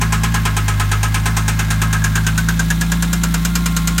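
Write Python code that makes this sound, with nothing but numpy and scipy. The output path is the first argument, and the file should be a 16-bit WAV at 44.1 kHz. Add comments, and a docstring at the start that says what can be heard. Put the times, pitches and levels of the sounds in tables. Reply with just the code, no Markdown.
"""A workshop, at the open bonnet of an idling six-cylinder engine; one mono microphone.
A loose tappet strikes once per engine cycle and rings the cylinder head and the engine bay.
Under the tick lie the exhaust drone, the patter of the healthy valves, the rush of fan and belts, thin
ringing tones of pulleys and brackets and a fine chain rattle. The microphone starts back from the
engine, then moves in close over the valve cover, where the tick turns drier and brighter."""
import sys
import numpy as np
from scipy import signal
from scipy.fft import rfft, irfft
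from scipy.io import wavfile
from scipy.ndimage import uniform_filter1d

SR = 44100
rng = np.random.default_rng(int(sys.argv[2]) if len(sys.argv) > 2 else 0)


def pcm_store(signal):
    """Save signal as 16-bit PCM."""
    levels = np.round(np.clip(np.atleast_2d(signal), -1, 1) * 32767)
    wavfile.write(sys.argv[1], SR, levels.astype(np.int16).T)


N = 176400
T = np.arange(N) / SR

# blows of the loose tappet, one per engine cycle (time [s], relative level [dB])
TAPPET_BLOWS = [(0.0127, -6), (0.123, -5), (0.2342, -6), (0.3417, -6), (0.4523, -6), (0.5658, -6.5),
                (0.6805, -7.5), (0.7969, -7), (0.9147, -6.5), (1.03, -6), (1.1425, -6.5), (1.2567, -5.5),
                (1.3666, -5), (1.4796, -5.5), (1.5912, -6.5), (1.704, -6.5), (1.8168, -6), (1.9283, -6.5),
                (2.0411, -6), (2.155, -7), (2.2661, -6.5), (2.378, -8.5), (2.4864, -9), (2.594, -9.5),
                (2.7028, -8.5), (2.8113, -9.5), (2.9183, -9), (3.024, -8.5), (3.13, -6.5), (3.235, -7.5),
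                (3.3415, -7.5), (3.4496, -6.5), (3.5539, -6), (3.6587, -6.5), (3.7655, -7.5),
                (3.8737, -6.5), (3.9803, -6.5)]
# hollow under the bonnet, shifting as the microphone passes
# (time [s], pitch [Hz], gain for the tappet [dB], gain for the healthy valves [dB])
BONNET_HOLLOW = [(0, 1664, -24, -26), (1.6, 1603, -21, -32), (2.05, 1638, -12, -18.5),
                 (2.27, 1550, -13, -23.5), (2.39, 1502, -5.5, -46), (2.58, 1565, -5.5, -54),
                 (2.72, 1680, -6, -52), (3.1, 1667, -16, -45), (4, 1680, -60, -54)]


def loose_tappet(count=7, size=16384):
    """Each blow rings the same metal; the fine pattern of the ring drifts as the microphone moves."""
    # a panel that answers each tick late, louder from some positions (time [s], gain [dB])
    panel_gain = [(0, -23.5), (.35, -24.5), (.5, -20.5), (.92, -17), (1.2, -24), (1.7, -28.5),
                  (1.87, -14.5), (2.1, -34)]
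    panel_hz, panel_delay_s, contact_lead_s = 1281, 0.013, 0.0014
    fresh, accent = 0.33, 0.96  # share of the ring new at each blow; how far loudness follows the blow
    out, t = np.zeros(N), np.arange(size) / SR
    patterns = rng.standard_normal((count, size))
    bay_phases = rng.random(12)  # one per bay mode
    panel = strike(t, rise=0.0022, t60=0.18) * np.sin(2 * np.pi * panel_hz * t)
    mean_db = np.mean(np.array(TAPPET_BLOWS)[:, 1])
    for s, db in TAPPET_BLOWS:
        force = amp(accent * (db - mean_db))
        weight = np.exp(-(np.arange(count) - s / T[-1] * (count - 1)) ** 2)
        pattern = weight @ patterns / np.linalg.norm(weight)
        noise = np.sqrt(1 - fresh) * pattern + np.sqrt(fresh) * rng.standard_normal(size)
        head = head_ring(roughen(noise), s)
        hollow = amp(at_time(BONNET_HOLLOW, s)[1]) * hollow_ring(s, t)
        add(out, s - contact_lead_s, force * (head + hollow))  # starts just before the full blow
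        add(out, s + panel_delay_s, force * amp(at_time(panel_gain, s)[0]) * panel)
        add(out, s, force * bay_ring(s, t, bay_phases))
    return out


def head_ring(noise, s, size=128):
    """The dense ring of the cylinder head and its workshop tail; both shrink as the microphone nears."""
    # colour of the tick (frequency [Hz], gain from afar [dB], gain close up [dB])
    tick_colour = [(148, -70, -74), (390, -53.5, -55.5), (620, -67, -57.5), (780, -56.5, -55.5),
                   (1150, -54.5, -51.5), (1610, -47.5, -47), (1980, -51, -52.5), (2440, -48, -51.5),
                   (3740, -53, -47), (5070, -57.5, -51), (6620, -51.5, -46.5), (6850, -53.5, -46),
                   (7700, -54.5, -50.5), (8680, -53.5, -48.5), (10530, -64, -58), (11700, -60.5, -56),
                   (12500, -62, -49), (13300, -64.5, -56), (15800, -68, -64)]
    # ring of the head before scaling for distance (frequency [Hz], build-up [s], t60 [s])
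    ring_times = [(400, 0.01, 0.26), (1210, 0.0077, 0.26), (3050, 0.013, 0.11), (6900, 0.0039, 0.1),
                  (14000, 0.0058, 0.091)]
    bins = np.fft.rfftfreq(len(noise), 1 / SR)
    colour_db = blend(*at_freq(tick_colour, bins), s) + colour_patches(bins)
    metal = irfft(rfft(noise) * amp(colour_db))
    hz, t, bands = signal.stft(metal, SR, nperseg=size)
    rise, t60 = at_freq(ring_times, hz[:, None])
    direct = strike(t, rise * blend(0.71, 0.44, s), t60 * blend(0.93, 0.51, s))
    room = amp(blend(-11.5, -18, s)) * strike(t, rise=0.0093, t60=0.25)
    _, ring = signal.istft(bands * np.hypot(direct, room), SR, nperseg=size)
    return ring[:len(noise)] * np.sqrt(SR / 2)


def roughen(noise, depth_db=-0.06, lump_s=0.0012):
    """A very slight, quick unevenness in the level of the ring."""
    lumps = unit(uniform_filter1d(rng.standard_normal(len(noise)), round(lump_s * SR)))
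    return unit(noise * amp(depth_db * lumps))


def colour_patches(hz, depth_db=1.5, width_hz=718, count=100):
    """Each blow lands a little differently: random bumps in its spectrum, in dB."""
    return depth_db * np.interp(hz, np.arange(count) * width_hz, rng.standard_normal(count))


def bay_ring(s, t, phases, scatter_db=1.5, detune=0.0018):
    """The narrow metallic modes of the engine bay; level and pitch vary a little from blow to blow."""
    # bay modes (frequency [Hz], t60 [s], gain from afar [dB], gain close up [dB])
    modes = [(713, 0.15, -27.5, -38), (830, 0.097, -19.5, -45), (1031, 0.11, -17, -66),
             (1069, 0.24, -28.5, -32), (1400, 0.084, -32, -18), (1629, 0.13, -23, -47),
             (2097, 0.1, -29, -38), (2375, 0.074, -26.5, -22.5), (2807, .13, -33, -29.5),
             (5240, 0.12, -31, -29), (6600, 0.059, -27, -23), (7350, 0.042, -34, -16)]
    out = np.zeros(len(t))
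    for (hz, t60, far_db, near_db), phase in zip(modes, phases):
        louder, sharper = rng.standard_normal(2)
        tone = np.sin(2 * np.pi * (hz * (1 + detune * sharper) * t + phase))
        gain = amp(blend(far_db, near_db, s) + scatter_db * louder)
        out += gain * strike(t, rise=0.0033, t60=t60) * tone
    return out


def hollow_ring(s, t, rough=0.4, width_hz=150):
    """The hollow under the bonnet, struck at time s: a short tone with a rough edge of noise."""
    pole = np.exp(-np.pi * width_hz / SR)
    slow_noise = signal.lfilter([1], [1, -2 * pole, pole ** 2], rng.standard_normal((2, len(t))))
    a, b = unit(slow_noise[:, ::-1])  # reversed, so it is at full strength from the start
    angle = 2 * np.pi * at_time(BONNET_HOLLOW, s)[0] * t
    edge = a * np.sin(angle) + b * np.cos(angle)
    ring = np.sqrt(1 - rough) * np.sin(angle) + np.sqrt(rough / 2) * edge
    envelope = strike(t, rise=0.0022, t60=0.079)
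    return unit(envelope * ring) * np.sqrt(np.mean(envelope ** 2) / 2)


def exhaust(cylinders=6, fundamental_db=-21, pipe_smear_rad=1.567):
    """Six firings a cycle make a clean drone, with weaker overtones above it."""
    # firing harmonics (time [s], second [dB], third [dB], fourth [dB])
    harmonics = [(0, -21, -23, -32), (.33, -21, -22, -30), (.7, -18, -27.5, -40), (1.0, -18, -29, -41),
                 (1.3, -20, -24, -33), (2.25, -19.3, -21, -33), (2.5, -25, -19.3, -35),
                 (3.05, -31, -18.8, -38), (4, -31, -19.4, -39)]
    # overtones: two between firing harmonics, plus the fifth and sixth harmonics
    # (frequency [multiples of the cycle rate], level from afar [dB], level close up [dB])
    overtones = [(21, -36.5, -32.5), (27, -45, -41), (30, -45.5, -40), (36, -61, -47.5)]
    cycle = crank()
    firing = cycle * cylinders + 0.11  # slightly ahead of the tick
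    out = np.zeros(N)
    for k, db in enumerate([fundamental_db] + at_time(harmonics, T), 1):
        out += amp(db) * np.cos(2 * np.pi * k * firing + pipe_smear_rad * k * (k - 1))
    for multiple, far_db, near_db in overtones:
        out += amp(blend(far_db, near_db, T)) * np.cos(2 * np.pi * (multiple * cycle + rng.random()))
    wobble = 1 + 0.033 * drift(width_hz=5.8)
    return np.sqrt(2) * out * wobble


def crank(smoothing_s=0.031):
    """Engine cycles turned so far; the speed is smoothed over a few hundredths of a second."""
    starts = cycle_starts()
    turned = np.interp(T, starts, np.arange(len(starts)))
    speed = uniform_filter1d(np.gradient(turned), round(smoothing_s * SR), mode="nearest")
    return turned[0] + np.cumsum(speed)


def cycle_starts():
    """Start times of the engine cycles, with one more at each end."""
    s = np.array(TAPPET_BLOWS)[:, 0]
    return np.r_[2 * s[0] - s[1], s, 2 * s[-1] - s[-2]]


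def healthy_valves(scatter_db=2, size=4000):
    """Soft clicks at fixed places in every cycle; they also ring the hollow under the bonnet."""
    # valves (place in the cycle [0-1], click gain [dB], gain into the hollow [dB])
    valves = [(.2, 1.5, 8), (.31, 0.5, -2), (0.481, 0.5, -7), (0.638, -41, -15), (.8, 1, -1), (.9, -12, -8)]
    # colour of the clicks (frequency [Hz], gain [dB])
    click_colour = [(300, -114), (800, -58), (1600, -75), (2400, -63), (3800, -68), (5000, -75),
                    (7000, -68), (10000, -88), (15000, -86)]
    clicks, hollow = np.zeros((2, N))
    t, starts = np.arange(size) / SR, cycle_starts()
    for place, db, hollow_db in valves:
        ring = rng.standard_normal(size)
        for s in starts[:-1] + place * np.diff(starts):
            force = amp(scatter_db * rng.standard_normal())
            click = unit(ring + rng.standard_normal(size)) * strike(t, rise=0.0023, t60=0.046)
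            add(clicks, s, force * amp(db) * click)
            add(hollow, s, force * amp(hollow_db + at_time(BONNET_HOLLOW, s)[2]) * hollow_ring(s, t))
    return coloured(clicks, click_colour)[0] + hollow


def fan_and_pulleys():
    """Airy rush of fan and belts, with thin, wavering ringing tones of pulleys and brackets."""
    # rush of fan and belts (frequency [Hz], density from afar [dB/Hz], density close up [dB/Hz])
    rush = [(30, -80, -76), (70, -65, -62), (196, -60, -59.5), (300, -62, -65.5), (444, -75.5, -72),
            (574, -72, -73), (970, -66, -71), (1600, -66.5, -68), (2800, -73, -75.5), (3900, -75, -69.5),
            (4700, -77, -81), (6900, -79, -79), (10600, -84, -81), (13000, -81, -80), (15900, -85, -82)]
    # ringing tones of pulleys and brackets (pitch [Hz], rms wander [Hz])
    tones = [(1067, 1.96), (1385, 14), (1650, 13), (2095, 5)]
    # each is loudest where the microphone passes it (time [s], level of each of the four [dB])
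    tone_levels = [(0, -39, -53, -41, -54), (.7, -46, -55, -46.5, -43), (1.9, -40.5, -44, -38, -43),
                   (2.5, -66, -48, -43, -52), (3.1, -43.5, -41, -40, -43.5), (4, -38, -37.5, -65, -45)]
    out = blend(*coloured(rng.standard_normal(N), rush), T)
    for (hz, wander), db in zip(tones, at_time(tone_levels, T)):
        turns = np.cumsum(hz + wander * drift(width_hz=4)) / SR
        flutter = 1 + 0.25 * drift(width_hz=39)
        out += amp(db) * unit(flutter * np.sin(2 * np.pi * turns))
    return out


def timing_chain(slaps_per_s=150, scatter_db=2.5, size=1200):
    """Links slap the sprockets at random: tiny snaps of uneven strength."""
    # fine rattle (frequency [Hz], density from afar [dB/Hz], density close up [dB/Hz])
    rattle_colour = [(1500, -100, -100), (3800, -82, -78.5), (6960, -89.5, -83.5), (10500, -94, -86.5),
                     (13000, -87, -87.5), (16000, -87, -83)]
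    hits = rng.random(N) < slaps_per_s / SR
    slaps = hits * amp(scatter_db * np.minimum(rng.exponential(1, N), 3))
    snap = strike(np.arange(size) / SR, rise=0.00026, t60=0.022)
    power = signal.oaconvolve(slaps ** 2, snap ** 2)[:N]
    rattle = unit(np.sqrt(abs(power)) * rng.standard_normal(N))
    return blend(*coloured(rattle, rattle_colour), T)


def blend(far, close, t):
    """Goes from the far value to the close one as the microphone moves in."""
    # path of the microphone towards the valve cover (time [s], nearness [0-1])
    microphone_path = [(0, 0), (1.2, 0), (2.0, 0.34), (2.45, 0.74), (3.1, 1), (4, 0.99)]
    return far + (close - far) * at_time(microphone_path, t)[0]


def strike(t, rise, t60):
    """Envelope that builds up and dies away; times in seconds."""
    return (1 - np.exp(-t / rise)) * np.exp(-np.log(1000) * t / t60)


def drift(width_hz):
    """Slow random motion in a band around 0 Hz, rms 1."""
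    offset = np.fft.rfftfreq(N, 1 / SR) / (width_hz / 2)
    return unit(irfft(rfft(rng.standard_normal(N)) / (1 + offset ** 2), N))


def coloured(x, table):
    """x filtered by each column of a spectrum; white noise of rms 1 comes out at those dB per Hz."""
    spectra = at_freq(table, np.fft.rfftfreq(N, 1 / SR))
    return [irfft(rfft(x) * amp(db), N) * np.sqrt(SR / 2) for db in spectra]


def at_time(table, t):
    """Every column of a curve at time t."""
    s, *columns = np.transpose(table)
    return [np.interp(t, s, c) for c in columns]


def at_freq(table, hz):
    """Every column of a spectrum at hz, on a log axis."""
    f, *columns = np.transpose(table)
    return [np.interp(np.log(hz + 1), np.log(f), c) for c in columns]


def add(mix, s, sound):
    """Mixes a sound in at time s."""
    start = round(s * SR)
    sound = sound[max(-start, 0):]
    part = mix[max(start, 0):][:len(sound)]
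    part += sound[:len(part)]


def amp(db):
    """Decibels to gain."""
    return 10 ** (np.asarray(db) / 20)


def unit(x):
    """Scales to rms 1."""
    return x / np.sqrt(np.mean(x ** 2) + 1e-20)


def scene():
    """The whole engine at the microphone, in mono."""
    return (loose_tappet() + healthy_valves() + timing_chain() + exhaust() + fan_and_pulleys())[None]


def record(dry, cutoff_hz=16000):
    """The recorder's band limit."""
    lowpass = signal.firwin(511, cutoff_hz, window=("kaiser", 9), fs=SR)
    return signal.oaconvolve(dry, lowpass[None], "same")


dry = scene()
out = record(dry)
pcm_store(out)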